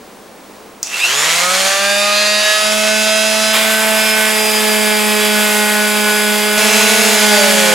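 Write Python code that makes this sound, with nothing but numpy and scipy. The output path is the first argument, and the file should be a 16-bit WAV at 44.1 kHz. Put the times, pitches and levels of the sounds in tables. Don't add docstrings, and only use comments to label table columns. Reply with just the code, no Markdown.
import sys
import numpy as np
from scipy import signal
from scipy.fft import rfft, irfft, next_fast_len
from scipy.io import wavfile
from scipy.ndimage import uniform_filter1d, map_coordinates

SR = 44100
rng = np.random.default_rng(int(sys.argv[2]) if len(sys.argv) > 2 else 0)


def to_wav(s):
    ch = np.atleast_2d(s).T
    pcm = np.round(np.clip(ch, -1, 1) * 32767)
    wavfile.write(sys.argv[1], SR, pcm.astype(np.int16))


N = 341334
T = np.arange(N) / SR
PADDED = next_fast_len(N + 8192, True)

ON_S, TOUCH_S, SECOND_RUN_S, OFF_S = 0.83, 3.52, 6.575, 7.125
FREE_HZ = 219.66
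MAINS_HZ = 60


def first_run():
    # shaft order [multiple of shaft speed],
    # level held up [dB], held level [dB], pressed on the wood [dB]; all at free speed
    pad_hum = [(1, -32, -27, -22), (2, -38, -33, -23), (3, -19.5, -19.8, -25), (4, -25, -33, -25.5),
               (6, -26, -33, -36), (7, -33.5, -26.5, -23), (8, -25.5, -32, -29)]
    hz = speed()
    turns, pace, regular = shaft(hz), hz / FREE_HZ, settled(hz)

    steady = ramp(1.614, 0.25)
    level = ramp(2.58, 0.18)
    load, pressed = ramp(TOUCH_S, 0.016), ramp(TOUCH_S, 1.07)
    current = 1 - settled(hz, from_hz=155, span_hz=32)
    rough = .025 + .06 * (1 - regular)

    orders = []
    for order, up_db, level_db, wood_db in pad_hum:
        held_db = blend(up_db, level_db, level)
        orders.append((order, blend(held_db, wood_db, pressed)))
    out = ramp(0.98, 0.19) * pace ** 3.23 * hum(turns, orders)
    out += undb(1.0) * ramp(1.29, .9) * buzz(turns, level, load, wander_db=2.5)
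    out += ramp(1.0, 0.36) * armature(turns, -24.5 - 3.0 * load)
    out += ramp(0.93, 0.12) * whine(turns, current, load, rough) + squeal(hz)

    rush_db = -16 + 5.5 * (1 - steady)
    air = pace ** 1.46 * undb(rush_db) * free_pad(turns, regular)
    vent_db = -24.5 - 3.5 * steady * (1.5 - level)
    hiss = pace ** 1.1 * undb(vent_db) * vents()
    out += (1 - load) * (air + hiss)

    scour_db = -16.5 - 0.42 * (T - TOUCH_S) + .5 * walk(2.89)
    out += load * undb(scour_db) * scour(turns) + bite()
    return out * ramp(ON_S, 0.0052)


def speed():
    quick_share, quick_s, slow_s = .688, .2312, .7852
    since = np.maximum(T - 0.8166, 0)
    missing = blend(np.exp(-since / slow_s), np.exp(-since / quick_s), quick_share)
    sag_hz = 8.95 * np.sin(np.pi / 2 * ramp(3.829, 2.189))
    return FREE_HZ * (1 - missing) - sag_hz


def second_run():
    # shaft order [multiple of shaft speed], level powered [dB], coasting [dB]
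    free_hum = [(1, -29, -34), (2, -27, -36), (3, -25, -20.5), (4, -30, -33)]
    hz = second_speed()
    turns, pace = shaft(hz), hz / FREE_HZ
    powered, coasting = 1 - ramp(OFF_S, 0.046), ramp(OFF_S, 0.31)

    out = hum(turns, [(order, blend(on_db, off_db, coasting)) for order, on_db, off_db in free_hum])
    out += undb(-1) * buzz(turns, 0.74, 0)
    out += powered * armature(turns, -26)
    whine_db = blend(0, -2, powered)
    out += undb(whine_db) * pace ** 2 * whine(turns, 0, 0, .04 + .06 * powered)
    air = free_pad(turns, 0.48 + 0.4 * powered) + undb(-11.5) * vents()
    out += undb(-14) * pace ** 0.88 * air
    return out * ramp(SECOND_RUN_S, 0.0015)


def second_speed():
    entry_hz, climb_hz_per_s, coast_s = 219.15, 13.1, 2.26
    powered_hz = entry_hz + climb_hz_per_s * (np.minimum(T, OFF_S) - SECOND_RUN_S)
    return powered_hz * np.exp(-np.maximum(T - OFF_S, 0) / coast_s)


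def shaft(hz, flutter=0.00062):
    return np.cumsum(hz * (1 + flutter * walk(45))) / SR


def settled(hz, from_hz=160, span_hz=45):
    return np.clip((hz - from_hz) / span_hz, 0, 1)


def hum(turns, levels, waver_db=0.91):
    out = 0
    for order, db in levels:
        waver = waver_db * np.sqrt(order) * walk(10)
        out = out + tone(order * turns, db + swell(order) + waver)
    return out


def buzz(turns, level_share, load, wander_db=1.5):
    # shaft order [multiple of shaft speed],
    # base level held up [dB], held level [dB], on the wood [dB]
    casing_lines = [(5, -35, -41, -33), (9, -28, -32.5, -31.5), (10, -31, -28, -29.5),
                    (11, -38, -35.5, -29), (13, -26.5, -40, -43), (14, -29, -34, -37), (15, -34, -32, -34),
                    (16, -33.5, -30, -33.5), (17, -31.5, -35, -42), (18, -26, -30, -41),
                    (19, -33.5, -33, -54), (20, -31.5, -42, -67), (21, -34, -36, -45.5),
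                    (22, -27.5, -34.5, -36)]
    out = 0
    for order, up_db, level_db, wood_db in casing_lines:
        db = blend(blend(up_db, level_db, level_share), wood_db, load)
        out = out + tone(order * turns, db + swell(order) + wander_db * (walk(4.5) - .5))
    return out


def swell(order):
    # centre t/s, length/s, shaft order [multiple of shaft speed], change/dB
    changes = [(1.02, .08, 36, 5.5), (1.188, 0.07, 48, 4), (1.306, 0.21, 3, -9), (1.47, 0.16, 7, 17.5),
               (1.738, 0.13, 1, -12), (1.893, 0.18, 8, 5), (2.054, 0.16, 6, 7), (2.22, 0.24, 20, 7),
               (2.397, .55, 4, -13), (2.52, .16, 8, 6), (2.526, .2, 1, -13), (4.07, 0.22, 24, 8.5),
               (4.17, 0.22, 7, 3.5), (4.3, 0.66, 1, -4), (4.55, 0.59, 23, 9.5), (4.524, 0.35, 7, -13),
               (4.998, 0.52, 7, -4.5), (7.32, 0.18, 4, 4.5), (7.4, 0.16, 23, 6)]
    total_db = 0
    for centre_s, length_s, changed_order, db in changes:
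        if changed_order == order:
            total_db = total_db + db * np.exp(-(2 * (T - centre_s) / length_s) ** 4)
    return total_db


def armature(turns, db):
    slots, depth, bend = 12, .24, .14
    mains = 2 * np.pi * 2 * MAINS_HZ * T
    note = tone(slots * turns - bend * np.cos(mains), db + 2 * walk(3.376))
    return note * (1 + depth * np.sin(mains))


def whine(turns, current, load, rough):
    # shaft order [multiple of shaft speed],
    # level under the starting current [dB], running free [dB], on the wood [dB]
    bar_lines = [(23, -35, -32, -38), (24, -27, -36, -37), (36, -30, -41.5, -47), (46, -38, -36, -42),
                 (48, -30.5, -38, -37)]
    # f/Hz, width/Hz, level/dB
    housing = [(2600, 230, 8), (4850, 600, -4), (7060, 340, 5.5)]
    lines = 0
    for order, start_db, free_db, wood_db in bar_lines:
        db = blend(blend(free_db, wood_db, load), start_db, current)
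        skipping = order * turns + rough * walk(380)
        lines = lines + tone(skipping, db + swell(order) + 1.8 * walk(9))
    return ring(lines, housing)


def squeal(shaft_hz, hz=2670, width_hz=210, reach_hz=135):
    # shaft order [multiple of shaft speed],
    # strength when right on the mode [dB]
    squeal_lines = [(36, -24), (24, -15.5)]
    mode = signal.iirpeak(hz, hz / width_hz, SR)
    sparks = signal.lfilter(*mode, signal.lfilter(*mode, rng.standard_normal(N)))
    flare = 0
    for order, db in squeal_lines:
        distance = (order * shaft_hz - hz) / reach_hz
        flare = flare + undb(db) / (1 + distance ** 2)
    starting = undb(-31) * (1 - settled(shaft_hz, 125, 37))
    return ramp(ON_S, 0.11) * (flare + starting) * unit(np.tanh(unit(sparks)))


def free_pad(turns, regular):
    return undb(-4 * regular) * fan(turns) + undb(-8.5) * regular * rattle(turns)


def fan(turns, chop=0.22, spark=.14):
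    # f/Hz, level/dB
    air_colour = [(40, -46), (110, -31), (300, -21), (520, -7.5), (900, -4.5), (2100, -1), (3400, -3),
                  (4300, -5.5), (5900, -7), (7000, -4.5), (9000, -14.5), (12000, -14.5), (15000, -34)]
    by_shaft = 1 + chop * np.sin(2 * np.pi * turns)
    by_mains = 1 + spark * np.sin(2 * np.pi * 2 * MAINS_HZ * T)
    flicker = undb(1.2 * walk(40))
    return unit(colour(rng.standard_normal(N) * by_shaft * by_mains * flicker, air_colour))


def rattle(turns, count=4):
    # f/Hz, level/dB
    clatter_colour = [(2000, 5), (5300, 3), (6500, 6.5), (8500, -5.5), (11000, -2.5), (13000, -17),
                      (15000, -15)]
    size, lowest, highest = 4096, 25, 70
    out = 0
    for _ in range(count):
        orders = np.zeros(size // 2 + 1, complex)
        orders[lowest:highest] = np.exp(2j * np.pi * rng.random(highest - lowest))
        one_turn = irfft(orders)
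        out = out + walk(4) * np.interp(turns % 1 * size, np.arange(size), one_turn)
    out = colour(out, clatter_colour)
    return out / np.sqrt(np.abs(uniform_filter1d(out ** 2, SR // 10)) + 1e-12)


def vents(flutter_db=2.0):
    # f/Hz, level/dB
    hiss_colour = [(3000, -14), (7000, -0.5), (9000, 0.5), (11200, -3.5), (13000, -12), (14200, -15),
                   (15800, -12)]
    return unit(colour(rng.standard_normal(N), hiss_colour)) * undb(flutter_db * walk(14))


def scour(turns, grain_db=2.0, stroke=0.081, flicker_db=0.62):
    # f/Hz, level/dB
    wood_colour = [(40, -36), (110, -21.5), (300, -18), (520, -6), (1300, -3.5), (2100, -2), (3350, -1.5),
                   (4200, -7), (5800, -9), (7600, -4.5), (9300, -8), (11300, -5), (12700, -10),
                   (14200, -18.5), (15800, -17.5)]
    grain = np.minimum(rng.exponential(size=N), 5)
    grits = rng.standard_normal(N) * undb(grain_db * grain)
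    force = (1 + stroke * np.sin(2 * np.pi * turns)) * undb(flicker_db * walk(30))
    return unit(colour(grits * force, wood_colour))


def bite():
    # f/Hz, level/dB
    rasp_colour = [(150, -22), (700, -2), (1600, 1), (3200, 3.5), (4500, -5), (12000, -25)]
    since = np.abs(T - TOUCH_S)
    catch = undb(-15) * np.exp(-since / 0.092)
    rasp = undb(-25.5) * np.exp(-since ** 2)
    flicker = undb(1.4 * walk(60))
    return ramp(TOUCH_S, 0.032) * (catch + rasp) * flicker * unit(colour(rng.standard_normal(N), rasp_colour))


def switch():
    # t/s, starting level/dB, fading time/s
    snaps = [(0.8299, -9.5, .0013), (0.835, -21, .001), (0.847, -26, .001), (0.861, -24, .001),
             (0.8645, -19, .0006), (0.871, -18, .001)]
    # f/Hz, level/dB
    snap_colour = [(500, -25), (3500, -18), (5200, 1), (7600, -1), (8800, -11), (11000, -20), (15000, -34)]
    bursts = sum(undb(db) * (T >= s) * np.exp(-np.abs(T - s) / fade_s) for s, db, fade_s in snaps)
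    since = T - snaps[0][0]
    tail = undb(-25) * (since > 0) * np.exp(-np.abs(since) / 0.036)
    return (bursts + tail) * unit(colour(rng.standard_normal(N), snap_colour))


def ports(x):
    # f/Hz, left minus right [dB]
    level_gap = [(60, 0), (110, -.5), (200, -5), (380, -4), (700, -3), (1290, -2), (2400, -1.5),
                 (4400, -1.5), (8000, -.3), (11000, 0)]
    # f/Hz, lead of the left [radians]
    phase_gap = [(60, 0), (200, -1.0), (400, -.9), (780, -.55), (1900, -.25), (4300, -.1), (7000, 0)]
    half = undb(on_bins(level_gap) / 2) * np.exp(.5j * on_bins(phase_gap))
    pair = np.array([half, 1 / half])
    return irfft(rfft(x, PADDED) * pair / np.abs(pair.mean(axis=0)), PADDED)[:, :N]


def room(x, t60=0.61):
    t = T[:SR // 2]
    tails = rng.standard_normal((2, len(t))) * undb(-60 * t / t60) * (t > .004)
    mid, side = (signal.fftconvolve(x, h / np.linalg.norm(h))[:N] for h in tails)
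    mid = colour(mid, [(700, -30), (1700, -9), (3500, 0)])
    side = colour(side, [(200, -14), (600, -5), (1200, 0), (5000, 1), (8000, -1), (10500, -6), (12500, -24)])
    return undb(-9) * mid + undb(-11) * side * np.array([[1], [-1]])


def workshop():
    # f/Hz, level/dB
    air_colour = [(25, -13), (60, -17), (150, -8), (200, 1.5), (450, 1.5), (800, -1), (1500, -8),
                  (3000, -13.5), (6500, -17), (10000, -19), (14000, -26)]
    # f/Hz, average level/dB
    shop_tones = [(59, -62), (202, -54), (441.4, -54), (764.4, -58), (1071, -59), (15734, -56)]
    mid, side = (unit(colour(rng.standard_normal(N), air_colour)) for _ in range(2))
    air = mid + undb(-10) * side * np.array([[1], [-1]])
    air = air * undb(-38.2 + .5 * walk(5.5))
    return air + sum(tone(hz * T, db + 1.7 * walk(4.3)) for hz, db in shop_tones)


def undb(db):
    return 10 ** (np.asarray(db) / 20)


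def unit(x):
    return x / np.sqrt(np.mean(x ** 2))


def ramp(start, length):
    return np.clip((T - start) / length, 0, 1)


def blend(a, b, share):
    return a + share * (b - a)


def walk(rate):
    knots = rng.standard_normal(4096)
    return map_coordinates(knots, [T[::32] * rate + 2], order=3, mode="wrap").repeat(32)[:N]


def tone(turns, db):
    return np.sqrt(2) * undb(db) * np.sin(2 * np.pi * (turns + rng.random()))


def on_bins(points):
    hz, value = np.transpose(points)
    return np.interp(np.log(np.fft.rfftfreq(PADDED, 1 / SR) + 1), np.log(hz), value)


def colour(x, points):
    return irfft(rfft(x, PADDED) * undb(on_bins(points)), PADDED)[..., :N]


def ring(x, modes):
    out = x
    for hz, width_hz, db in modes:
        out = out + undb(db) * signal.lfilter(*signal.iirpeak(hz, hz / width_hz, SR), x)
    return out


def scene():
    tool = first_run() + second_run() + switch()
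    power = np.abs(uniform_filter1d(tool ** 2, SR // 5))
    duck = undb(-5 * power / (power + .01))
    return ports(tool) + room(tool) + duck * workshop()


def record(dry):
    low_pass = signal.ellip(10, .1, 70, 15900, fs=SR, output="sos")
    return signal.sosfilt(low_pass, np.clip(dry, -1, 1))


dry = scene()
out = record(dry)
to_wav(out)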